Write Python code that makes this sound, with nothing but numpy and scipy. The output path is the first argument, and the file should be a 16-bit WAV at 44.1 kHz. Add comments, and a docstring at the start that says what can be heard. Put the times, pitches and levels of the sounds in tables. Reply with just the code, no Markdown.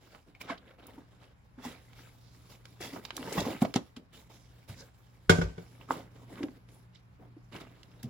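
"""Over a soft, slightly wavering appliance hum, a hand spreads moist soil in a glass tank in a small room:
swells of filtered fracture grains, with crunches, scrapes, snaps and thuds.
Loose soil then slides in a plastic tub and pours out, denser grains with clods as damped bumps.
The empty tub lands hard nearby, a noise crack and decaying modes; it rocks and settles.
The hand then rakes the heap flat, again as grain swells, crunches, snaps and thuds."""
import sys
import numpy as np
from scipy import signal
from scipy.fft import rfft, irfft, next_fast_len
from scipy.io import wavfile

SR = 44100
rng = np.random.default_rng(int(sys.argv[2]) if len(sys.argv) > 2 else 0)


def wrap_up_sound(samples):
    """Save the sound to the file named by the first command line argument, as 16-bit audio."""
    columns = np.atleast_2d(samples).T
    # keep every value between -1 and 1, then stretch to whole-number steps
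    tamed = np.clip(columns, -1, 1)
    steps = np.round(tamed * 32767).astype(np.int16)
    wavfile.write(sys.argv[1], SR, steps)


N = 356769
TIME = np.arange(N) / SR
# the pour: [t/s, crumb flow level/dB, landing damp mass level/dB]
POUR = [(3.12, -51.5, -61.5), (3.222, -50.5, -45), (3.354, -38.5, -43.5), (3.386, -38, -34.5),
        (3.44, -46, -44), (3.474, -41, -36.5), (3.519, -44, -42), (3.599, -57.5, -69)]
# stereo spread of the soil: [f/Hz, side over mid/dB]
SOIL_SPREAD = [(120, -18), (350, -12), (1000, -5), (2500, -6.5), (8000, 0.5)]
# stereo balance of the soil: [f/Hz, left over right/dB]
SOIL_BALANCE = [(200, 0), (700, -2), (2400, -1.5), (4400, -3.5), (10000, 0.6)]
SOIL_LAG_S, TUB_LAG_S = 4e-5, 5e-4  # delay of the left port


def undb(db):
    """Decibels to gain."""
    return np.exp(np.asarray(db) * (np.log(10) / 20))


def unit(x):
    """Scale to rms 1."""
    return x / np.sqrt(np.mean(x ** 2))


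def colour(x, points):
    """Filter by a gain curve of [f/Hz, gain/dB], straight over log frequency."""
    hz, db = np.transpose(points)
    size = next_fast_len(x.shape[-1], real=True)
    f = np.maximum(np.fft.rfftfreq(size, 1 / SR), 1)
    gain = undb(np.interp(np.log(f), np.log(hz), db))
    return irfft(rfft(x, size) * gain, size)[..., :x.shape[-1]]


def band(x, hz, octaves):
    """Filter by a bell over log frequency, falling a little towards the treble; rms 1."""
    size = next_fast_len(len(x))
    f = np.maximum(np.fft.rfftfreq(size, 1 / SR), 1)
    bell = np.exp(-.5 * (np.log2(f / hz) / octaves) ** 2) / np.sqrt(1 + f / hz)
    return unit(irfft(rfft(x, size) * bell, size)[:len(x)])


def fade(t, t60):
    """Exponential decay, 60 dB in t60."""
    return np.exp(-np.log(1000) * t / t60)


def flare(t, peak_s, rise_s, fall_s):
    """Exponential rise to 1 at the peak, then exponential fall."""
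    return np.exp(-np.maximum((peak_s - t) / rise_s, (t - peak_s) / fall_s))


def press(length_s, attack_s, release_s):
    """Motion builds up, holds and dies away."""
    age = TIME[:int((length_s + 10 * release_s) * SR)]
    return np.clip(age / attack_s, 0, 1) * np.exp(-np.maximum(age - length_s, 0) / release_s)


def add(out, s, sound):
    """Mix a sound in at time s."""
    i = int(s * SR)
    out[..., i:i + sound.shape[-1]] += sound[..., :N - i]


def wander(count, per_s):
    """Random values joined by straight lines, spread near 1."""
    place = np.arange(count) * per_s / SR
    return np.interp(place, np.arange(1024), 1.2 * rng.standard_normal(1024))


def jerks(count):
    """Random gain of small uneven movements."""
    spread_db, per_s = 2.5, 70
    return undb(spread_db * wander(count, per_s))


def grains(count, per_s, spread_db):
    """Tiny fractures at random moments: many weak, a few strong; rms 1."""
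    when, strength, sign = rng.random((int(per_s * count / SR), 3)).T
    size = undb(spread_db * np.minimum(-np.log(1 - strength), 4))
    return unit(np.bincount((when * count).astype(int), size * np.sign(sign - .5), count))


def tint(x):
    """Random gains drift over bands and moments, so the noise colour keeps shifting."""
    depth_db, per_s, per_octave = 2.8, 22, 3.5

    def bumps(place):
        return np.exp(-2 * (place[:, None] - np.arange(place[-1] + 1)) ** 2)

    f, t, frames = signal.stft(x, SR, nperseg=512)
    bands = bumps(np.log2(1 + f / 200) * per_octave)
    moments = bumps(t * per_s)
    draws = rng.standard_normal((bands.shape[1], moments.shape[1]))
    db = depth_db * bands @ draws @ moments.T
    return unit(signal.istft(frames * undb(db), SR)[1][:len(x)])


def bump(hz, swell_s, rough=0.42, linger=6.2):
    """A soft push swells a heavily damped resonance; loose soil settles around it."""
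    t = TIME[:SR // 4]
    age = t / swell_s
    ring = age * np.exp(1 - age) * np.sin(2 * np.pi * hz * t)
    noise = band(rng.standard_normal(len(t)), hz, octaves=0.88)
    settle = (1 - np.exp(-2 * age)) * np.exp(-age / linger) * noise
    return ring + rough * settle


def ports(a, b, lag_s, spread, balance):
    """Two microphone ports share the bass but hear different scattered treble; the left lags."""
    mid, side = (a + b) / np.sqrt(2), colour(a - b, spread) / np.sqrt(2)
    left = colour(mid + side, [(hz, db / 2) for hz, db in balance])
    right = colour(mid - side, [(hz, -db / 2) for hz, db in balance])
    return np.array([np.pad(left, (round(lag_s * SR), 0))[:len(a)], right])


def hum(level_db, waver_db=2.5):
    """Appliance hum of a few sines with a slow level curve and small random waver."""
    # [f/Hz, rms level before level curve and waver/dB]
    partials = [(119, -62.5), (178, -73), (240, -82)]
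    tone = np.zeros(N)
    for hz, db in partials:
        tone += undb(db) * np.sqrt(2) * np.sin(2 * np.pi * (hz * TIME + rng.random()))
    return tone * undb(waver_db * wander(N, 10)) * undb(level_db)


def still_air(level_db, air_db=-62):
    """Room air is filtered noise, its bass alike at both ports; it follows part of the level curve."""
    # [f/Hz, density/(dB per Hz)]
    air_spectrum = [(20, -7.5), (50, -0.5), (110, -4.5), (170, -7.5), (260, -19), (500, -23), (1000, -21.5),
                    (2500, -28.5), (6000, -49.5), (16000, -56.5)]
    level_share = 0.27
    mid, side = unit(colour(rng.standard_normal((2, N)), air_spectrum))
    side = colour(side, [(100, -8.5), (300, -1), (900, 1.0)])
    return undb(air_db + level_db * level_share) * np.array([mid + side, mid - side])


def background():
    """Appliance hum over room air, both on one slow level curve."""
    # [t/s, background level/dB]
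    level_points = [(0, -13), (.7, -7), (1.4, -4), (2.5, 2), (3.1, -3.5), (4.1, -5), (4.8, -3), (5.3, -4.5),
                    (5.9, 3.5), (7, 0), (8.1, 2.5)]
    level_db = np.interp(TIME, *np.transpose(level_points))
    return hum(level_db) + still_air(level_db)


def motion():
    """Strength of crumbs, damp mass and fibre hiss: strokes, slides, pour and creep add in power."""
    # disturbed soil keeps creeping: [crumb level/dB, damp mass level/dB, fibre hiss level/dB]
    settling_db = (-81, -76.5, -76.5)
    # hand through the heap: [t/s, length/s, crumb level/dB, damp mass over crumbs/dB, hiss over crumbs/dB]
    strokes = [(0, 0.17, -61, 0, -3), (0.257, 0.061, -66.5, 5, -8), (0.395, .13, -55.5, 1, -9),
               (0.57, 0.17, -62, -0.5, -14), (0.775, 0.099, -57, 1.5, -14), (0.878, 0.11, -60, 4, -6.5),
               (1.077, 0.22, -67, 0.5, -6.5), (1.571, .06, -60.5, 4, -10), (1.634, 0.092, -51, -4.5, -6.5),
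               (1.755, 0.27, -66.5, 0, 1), (1.943, 0.14, -58.5, -1.5, -1.5), (2.106, 0.39, -76, 4, 9),
               (5.576, 0.26, -62.5, 2, -1.5), (5.873, 0.14, -54.5, 6, -9.5), (6.1, 0.47, -65, 5.5, -3),
               (6.29, 0.14, -56, 7, -6.5), (6.678, 0.12, -67.5, 6, 1), (7.185, 0.068, -63, 12, -17.5),
               (7.512, 0.099, -50.5, 2.5, -11.5), (7.663, 0.43, -65.5, 5, -5)]
    # loose soil in the tub, lifted, shaken out and carried off: [t/s, length/s, crumb level/dB]
    slides = [(2.337, 0.18, -70), (2.489, 0.041, -56), (2.636, 0.14, -66), (2.799, 0.063, -48),
              (2.923, 0.039, -53), (3.026, 0.029, -56.5), (3.617, 0.066, -58.5), (3.774, 0.079, -66.5),
              (4.124, 0.075, -58), (4.291, 0.054, -60.5), (4.39, 0.23, -69), (4.675, 0.032, -54.5),
              (4.755, 0.069, -59), (4.93, 0.35, -72)]
    slide_mass_db, slide_hiss_db = 0.5, 1  # over the crumbs
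    pour_crumb_db, pour_mass_db, pour_hiss_db, pour_edge_s = -0.5, 1, -3, 0.077

    power = undb(settling_db)[:, None] ** 2 * np.ones(N)
    for s, length_s, db, depth_db, hiss_db in strokes:
        levels = undb([db, db + depth_db, db + hiss_db])
        add(power, s, np.outer(levels, press(length_s, attack_s=0.016, release_s=0.043)) ** 2)
    for s, length_s, db in slides:
        levels = undb([db, db + slide_mass_db, db + slide_hiss_db])
        add(power, s, np.outer(levels, press(length_s, attack_s=0.012, release_s=0.048)) ** 2)

    s, *columns = np.transpose(POUR)
    tipping = press(s[-1] - s[0], pour_edge_s, pour_edge_s)
    flow_db, landing_db = (np.interp(s[0] + TIME[:len(tipping)], s, c) for c in columns)
    levels = undb([flow_db + pour_crumb_db, landing_db + pour_mass_db, flow_db + pour_hiss_db])
    add(power, s[0], (tipping * levels) ** 2)
    return np.sqrt(power)


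def chips():
    """Bits of bark each ring for a few cycles at their own pitch; flat on average."""
    t = TIME[:SR // 100]
    out = np.zeros(N + len(t))
    when, pitch, strength = rng.random((700 * N // SR, 3)).T  # 700 per second
    hz = 350 * 30 ** pitch
    decay_s = np.minimum(3 / hz, .003)
    size = undb(4 * np.minimum(-np.log(1 - strength), 3.5)) * np.sqrt(hz / decay_s)
    for i, f, tau, a in zip((when * N).astype(int), hz, decay_s, size):
        out[i:i + len(t)] += a * np.exp(-t / tau) * np.sin(2 * np.pi * f * t)
    return unit(out[:N])


def stirring(moving, jerk, bark, damp_db=-1, grit_db=-1, fine_db=-1, heavy_db=-3):
    """Crumbs break, fine fibres hiss and the damp mass shifts, all in the same small jerks."""
    # damp crumbs: [f/Hz, gain/dB]
    damp_curve = [(250, -12), (480, 7), (750, 3.5), (1150, -1.5), (1700, -13), (3500, -33)]
    # gritty crumbs: [f/Hz, gain/dB]
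    grit_curve = [(700, -23), (1400, 2), (2400, 5), (3800, -3.5), (6000, -24.5), (12000, -30.5)]
    # fibre hiss: [f/Hz, gain/dB]
    hiss_curve = [(1500, -15), (3200, 10), (5200, 11), (7500, 7.5), (10000, 5.5), (16000, -1.5)]
    # shifting damp mass: [f/Hz, gain/dB]
    mass_curve = [(40, -20), (90, -5.5), (170, -2.5), (270, 1), (400, -3), (600, -14.5), (1200, -42)]
    grit_over_damp_db, crowd_db = 0.5, -38

    crumbling, shifting, hissing = moving
    # dry grit lies on top: its share falls with depth
    gritty = undb(grit_over_damp_db) * crumbling / shifting
    single = tint(grains(N, per_s=1300, spread_db=4.2) + bark)
    dense = grains(N, per_s=3500, spread_db=3.2)
    # above crowd_db the dense tumble outweighs single breaks
    crowd = crumbling / undb(crowd_db)
    breaks = (single + crowd * dense) / np.hypot(1, crowd)

    damp = unit(colour(breaks, damp_curve)) * undb(damp_db)
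    grit = unit(colour(breaks, grit_curve)) * undb(grit_db)
    crumbs = (damp + gritty * grit) / np.hypot(1, gritty) * crumbling
    fibres = tint(grains(N, per_s=8000, spread_db=3))
    lumps = grains(N, per_s=1500, spread_db=2.5)
    hiss = unit(colour(fibres, hiss_curve)) * undb(fine_db) * hissing
    mass = unit(colour(lumps, mass_curve)) * undb(heavy_db) * shifting
    return (crumbs + mass) * jerk + hiss * np.sqrt(jerk)


def ticks(octaves=0.99, gain_db=3.5):
    """Bark snaps and crumbs strike plastic or glass: millisecond noise bursts, each from its own place."""
    # [t/s, level before gain_db/dB, centre f/Hz, left over right/dB]
    snaps = [(.148, -45, 1230, -3), (.350, -55, 2230, 4), (.411, -56, 9000, -4), (0.868, -43.5, 12400, 1),
             (.884, -54, 1200, -1), (1.932, -52, 2660, -5), (2.654, -42.5, 3070, 0), (3.051, -33, 3040, -3),
             (3.1054, -29.5, 1760, -1), (3.1662, -27, 6200, 0), (3.178, -36.5, 1460, 0),
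             (3.228, -36, 1350, 0), (3.74, -25.5, 2950, -3), (6.356, -45, 1790, 0), (6.484, -46, 1140, -2),
             (6.688, -54, 2280, 1), (7.831, -47, 3400, -1.5), (8.03, -41, 10000, 1)]
    rise_s, decay_s = 0.0003, 0.0026
    out, t = np.zeros((2, N)), TIME[:SR // 8]
    envelope = (1 - np.exp(-t / rise_s)) * np.exp(-t / decay_s)
    for s, db, hz, pan_db in snaps:
        a, b = (envelope * band(noise, hz, octaves) for noise in rng.standard_normal((2, len(t))))
        gain = undb(db + gain_db + np.array([[pan_db], [-pan_db]]) / 2)
        add(out, s, gain * ports(a, b, SOIL_LAG_S, SOIL_SPREAD, SOIL_BALANCE))
    return out


def scrapes():
    """Bark and grit stick and slip, ringing a chip or a patch of wall at its own pitch."""
    # [peak t/s, level/dB, rise/s, fall/s, pitch f/Hz]
    scrape_events = [(0.351, -50, 0.0011, 0.0087, 2380), (.408, -47, 0.0016, .007, 2000),
                     (0.416, -38.5, 0.0043, 0.0041, 2430), (.415, -51, 0.0043, 0.0037, 15200),
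                     (.504, -42, 0.01, 0.0071, 2250), (.522, -41, 0.0056, 0.011, 680),
                     (.53, -44, 0.021, 0.0057, 1550), (4.149, -56, 0.011, 0.014, 3030),
                     (4.82, -56, 0.022, 0.019, 1550), (4.832, -51, 0.0096, 0.0084, 520)]
    width = 0.08  # share of the pitch
    out, t = np.zeros(N), TIME[:SR // 2]
    lead = t[len(t) // 4]
    for s, db, rise_s, fall_s, hz in scrape_events:
        slips = grains(len(t), per_s=4000, spread_db=2)
        ring = signal.lfilter(*signal.iirpeak(hz, 1 / width, fs=SR), slips)
        scrape = flare(t, lead, rise_s, fall_s) * band(ring, hz, octaves=0.76)
        add(out, s - lead, undb(db) * scrape)
    return out


def crunches(bark):
    """A handful is crushed or slides: a cloud of fractures swells and dies."""
    # [peak t/s, level/dB, rise/s, fall/s, centre f/Hz, width/octaves]
    handfuls = [(0.415, -40, 0.0054, 0.0051, 3200, 2.4), (0.505, -34, 0.014, 0.018, 1210, 1.33),
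                (.58, -46.5, 0.0024, 0.0041, 3450, 0.49), (1.23, -58, 0.017, 0.026, 1300, 1.86),
                (1.652, -44.5, 0.018, 0.043, 2400, 3.1), (1.653, -42.5, .008, 0.0088, 830, 0.28),
                (2.812, -47, 0.004, 0.045, 7000, 0.91), (3.327, -31.5, 0.0017, 0.0059, 6194, 0.48),
                (3.379, -29, 0.005, 0.014, 910, 0.37), (3.403, -31.5, 0.0035, 0.0091, 4960, 0.88),
                (3.622, -33, 0.0079, 0.0092, 1800, 2.8), (3.65, -33.5, 0.0011, 0.0053, 1900, 1.2),
                (3.76, -27.5, 0.0043, 0.0077, 3540, 0.92), (3.966, -43.5, 0.0017, 0.009, 2750, 1.14),
                (4.807, -47, 0.024, 0.012, 5260, 0.34), (5.889, -45, 0.0022, 0.007, 1190, 0.35),
                (5.912, -28.5, 0.0043, 0.0045, 1100, .25), (5.913, -42, 0.0089, 0.046, 2200, 3.3),
                (6.162, -57.5, .008, 0.014, 1680, 1.3), (6.38, -50, 0.014, .035, 1500, 0.8),
                (6.4314, -33.5, 0.0011, 0.0035, 2300, 1.02), (6.954, -56.5, 0.009, 0.018, 3700, 0.65),
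                (7.228, -56, 0.011, 0.016, 808, 0.75), (6.745, -62.5, 0.03, 0.029, 9600, 0.22),
                (7.524, -55.5, 0.0034, 0.11, 2300, 0.8), (7.566, -44.5, .008, 0.007, 1700, 1.3),
                (7.606, -46.5, .005, .013, 2200, 1.5), (8.031, -46, 0.0023, 0.014, 3900, 1.2)]
    out, t = np.zeros(N), TIME[:SR // 2]
    lead = t[len(t) // 4]
    for s, db, rise_s, fall_s, hz, octaves in handfuls:
        i = rng.integers(N - len(t))
        breaks = grains(len(t), per_s=8000, spread_db=3) + .7 * bark[i:i + len(t)]
        crunch = flare(t, lead, rise_s, fall_s) * band(breaks, hz, octaves)
        add(out, s - lead, undb(db) * crunch)
    return out


def thuds(gain_db=-4):
    """Low damped thuds of soil, tub and table, each with a higher knock and a rough noise around it."""
    # [t/s, level before gain_db/dB, pitch f/Hz, swell/s, knock over thud/dB, noise over thud/dB]
    low_blows = [(0.502, -34.5, 274, 0.0046, -21, -3.5), (0.978, -42, 279, 0.0044, -7, -4.5),
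                 (1.579, -43, 247, 0.0068, -16, -6), (1.653, -33, 242, 0.0094, -13, -9),
                 (2.806, -36, 404, 0.0012, -5, -8), (2.927, -38, 278, 0.0095, -17, -2),
                 (2.96, -34, 276, 0.0028, -2.5, 2), (3.275, -32, 289, 0.0034, -7, -3.5),
                 (3.377, -26, 156.7, 0.0062, -8, -1), (3.462, -26.5, 235.4, 0.0072, -7.5, -10),
                 (3.474, -29.5, 740, 0.00092, -5, 0), (3.548, -34.5, 242, 0.0042, -17, -6),
                 (3.619, -14, 221.4, 0.005, -7.5, -7), (3.65, -17.5, 640, 0.00106, -22, -11.5),
                 (3.744, -33, 426, 0.0021, -18, -5), (3.759, -17.5, 230, 0.0032, -3.5, -4.5),
                 (3.967, -40, 246, 0.0061, -17, -4), (4.695, -35, 101.5, 0.0088, -37, -7.5),
                 (5.432, -30, 54.4, 0.017, -30, -9.5), (5.901, -29.5, 273, 0.0064, -20, -5.5),
                 (5.9073, -10.5, 1020, 0.00061, -32, -13), (6.405, -30, 292, 0.0053, -23, -10),
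                 (6.423, -31.5, 333, 0.0036, -20, -22), (6.437, -22.5, 301, 0.0039, -30, -13),
                 (6.484, -44, 260, 0.0061, -21, -6), (7.366, -42.5, 315, 0.0046, -24, -12.5),
                 (8.035, -35, 233.4, 0.011, -20, -7), (8.039, -36, 130.3, 0.01, -26, -11)]
    knock_ratio, knock_shorter = 3.303, 0.63  # pitch and swell over the thud's
    out = np.zeros(N)
    for s, db, hz, swell_s, knock_db, rough_db in low_blows:
        thud = bump(hz, swell_s, undb(rough_db))
        knock = bump(hz * knock_ratio, swell_s * knock_shorter, undb(rough_db))
        add(out, s, undb(db + gain_db) * (thud + undb(knock_db) * knock))
    return out


def rasps():
    """Grit and the tub's rim rasp: a run of tiny slips rings all the wall resonances at once."""
    # [peak t/s, level/dB, rise/s, fall/s, tilt/(dB per octave)]
    rasp_events = [(1.652, -50, 0.022, 0.03, -3), (2.826, -45, 0.011, 0.044, 1),
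                   (3.385, -34, 0.0044, 0.025, -2.5), (3.761, -32.5, .003, 0.0071, -7)]
    # wall resonances: [f/Hz, width/Hz, level before tilt/dB]
    wall_modes = [(1906, 123, 3), (2690, 94, 1.5), (3395, 134, 3.5), (4820, 230, -6), (5520, 260, -6.5)]
    out, t = np.zeros(N), TIME[:SR // 2]
    lead = t[len(t) // 4]
    for s, db, rise_s, fall_s, tilt_db in rasp_events:
        slips = grains(len(t), per_s=1100, spread_db=4)
        ring = np.zeros(len(t))
        for hz, width_hz, mode_db in wall_modes:
            mode = signal.lfilter(*signal.iirpeak(hz, hz / width_hz, fs=SR), slips)
            ring += undb(mode_db + tilt_db * np.log2(hz)) * mode
        add(out, s - lead, undb(db) * flare(t, lead, rise_s, fall_s) * np.sqrt(2) * unit(ring))
    return out


def clods():
    """Lumps of every size patter onto the heap as the tub empties, each a damped bump."""
    per_s, over_mass_db, scatter_db = 83, 3, 4
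    low_hz, high_hz, swell_cycles = 260, 954, 1  # big to small
    out = np.zeros(N)
    s, _, landing_db = np.transpose(POUR)
    length_s = s[-1] - s[0]
    for when, size, strength in rng.random((int(per_s * length_s), 3)):
        at = s[0] + when * length_s
        hz = high_hz * (low_hz / high_hz) ** size
        db = np.interp(at, s, landing_db) + over_mass_db + scatter_db * (2 * strength - 1)
        add(out, at, undb(db) * bump(hz, swell_cycles / hz))
    return out


def soil(moving, jerk, patter):
    """The soil rustles, crunches, scrapes and rasps, with low thuds and pattering clods."""
    bark = chips()
    return stirring(moving, jerk, bark) + crunches(bark) + scrapes() + rasps() + thuds() + patter


def glass(x):
    """The close glass walls throw the treble back within milliseconds and colour it slightly."""
    # echoes: [f/Hz, gain/dB]
    echo_curve = [(600, -30), (1800, -5), (4000, 0)]
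    echo_db, t60_s = -11, .04
    t = TIME[:SR // 10]
    echoes = unit(colour(rng.standard_normal(len(t)), echo_curve) * fade(t, t60_s)) / np.sqrt(len(t))
    return x + undb(echo_db) * signal.fftconvolve(x, echoes[None], axes=-1)[:, :N]


def tub_ring(t):
    """Each contact stirs the modes in new shares; low ones build up late, all waver as the walls flex."""
    # tub and table: [f/Hz, level before scatter/dB, t60/s]
    modes = [(63, -17.5, 0.22), (94, -9, 0.24), (166.6, -1.5, 0.17), (262, -14, 0.16), (373.7, -5.5, 0.13),
             (454, -6, 0.13), (578, -17, 0.23), (633, -15, 0.18), (738, -14.5, 0.17), (922, -16.5, 0.15),
             (1180, -11, 0.09), (1485, 2, 0.06), (1535, -15.5, 0.3), (1600, -11.5, 0.068),
             (2160, -10, 0.13), (2275, -11, 0.08), (3306, -7.5, 0.072), (3450, -13.5, 0.072),
             (5330, -12.5, 0.09)]
    flex_base_hz, flex_share = 9, .004  # waver: fixed part plus share of pitch
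    build_cycles, scatter_db = 0.84, 1.5
    ring = np.zeros(len(t))
    for k, (hz, db, t60) in enumerate(modes):
        age = t[t < t60]
        flex_hz = (flex_base_hz + flex_share * hz) * wander(len(age), 120)
        path = rng.uniform(-0.35, .35) * hz / 800  # high modes reach each port at their own phase
        swell = (1 - np.exp(-age * hz / build_cycles)) * fade(age, t60)
        gain = (-1) ** k * undb(db + scatter_db * rng.standard_normal())
        ring[:len(age)] += gain * swell * np.sin(2 * np.pi * np.cumsum(hz + flex_hz) / SR + path)
    return ring


def tub(crack_db=4, crack_t60=0.052, rattle_db=-18, rattle_t60=0.51):
    """The hollow tub lands, rocks and settles; each contact cracks, rings and rattles."""
    # [t/s, level/dB, contact hardness as low-pass f/Hz]
    contacts = [(5.2948, -11.5, 3680), (5.349, -35.5, 1700), (5.383, -16, 150), (5.414, -27.5, 1600),
                (5.457, -34.5, 200), (5.497, -40.5, 151), (5.579, -38, 540)]
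    # crack of the rim: [f/Hz, density/(dB per Hz)]
    crack_spectrum = [(60, 0), (300, 8.5), (550, 4.5), (900, 1), (3500, -1), (6000, -0.5), (9000, -3),
                      (12000, -11.5), (16000, -12)]
    rise_s = .002  # the flexible rim takes this long to meet the table
    out, t = np.zeros(N), TIME[:SR // 2]
    for s, db, hard_hz in contacts:
        noise = unit(colour(rng.standard_normal(len(t)), crack_spectrum))
        crack = noise * undb(crack_db) * (1 - np.exp(-t / rise_s)) * fade(t, crack_t60)
        rattle = jerks(len(t)) * tint(noise) * undb(rattle_db) * fade(t, rattle_t60)
        softness = signal.butter(1, min(hard_hz, SR / 3), fs=SR)  # a soft contact dulls the treble
        add(out, s, undb(db) * signal.lfilter(*softness, tub_ring(t) + crack + rattle))
    return out


def room(x, wet_db=-13, t60=0.2):
    """The soft tail of a small furnished room, different at the two ports."""
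    t = TIME[:SR // 2]
    curve = [(60, -17.0), (300, -3.5), (1000, -1.5), (6000, -7.0), (16000, -5.0)]
    tail = colour(rng.standard_normal((2, len(t))), curve) * fade(t, t60)
    return x + undb(wet_db) * signal.fftconvolve(x, unit(tail) / np.sqrt(len(t)), axes=-1)[:, :N]


def scene(soil_db=-1.0):
    """The soil lies just right of centre; the tub lands further off to the side."""
    # stereo spread of the tub: [f/Hz, side over mid/dB]
    tub_spread = [(110, -19.5), (220, -19), (400, -1.5), (1000, -3), (8000, 3)]
    # stereo balance of the tub: [f/Hz, left over right/dB]
    tub_balance = [(110, 0), (380, 2.5), (1300, -1.5), (4400, -3.5), (12000, -1.5)]
    moving, patter, jerk = motion(), clods(), jerks(N)
    a, b = soil(moving, jerk, patter), soil(moving, jerk, patter)
    tank = glass(ports(a, b, SOIL_LAG_S, SOIL_SPREAD, SOIL_BALANCE) + ticks())
    landing = ports(tub(), tub(), TUB_LAG_S, tub_spread, tub_balance)
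    return room(undb(soil_db) * tank + landing) + background()


def record(dry):
    """A fixed tone curve dips near 8.8 and 13.6 kHz, the loudest peaks are rounded and the top is cut."""
    # overall tone: [f/Hz, gain/dB]
    tone_curve = [(20, -21), (32, -7.5), (50, 2.5), (7500, -4.5), (8800, -13), (10500, -2.5), (12300, -4.5),
                  (13600, -24.5), (14700, 5), (15600, -3)]
    top_hz = 16100
    rounded = np.tanh(colour(dry, tone_curve) * np.sqrt(2)) / np.sqrt(2)
    return signal.sosfilt(signal.ellip(10, .2, 80, top_hz, fs=SR, output="sos"), rounded)


dry = scene()
out = record(dry)
wrap_up_sound(out)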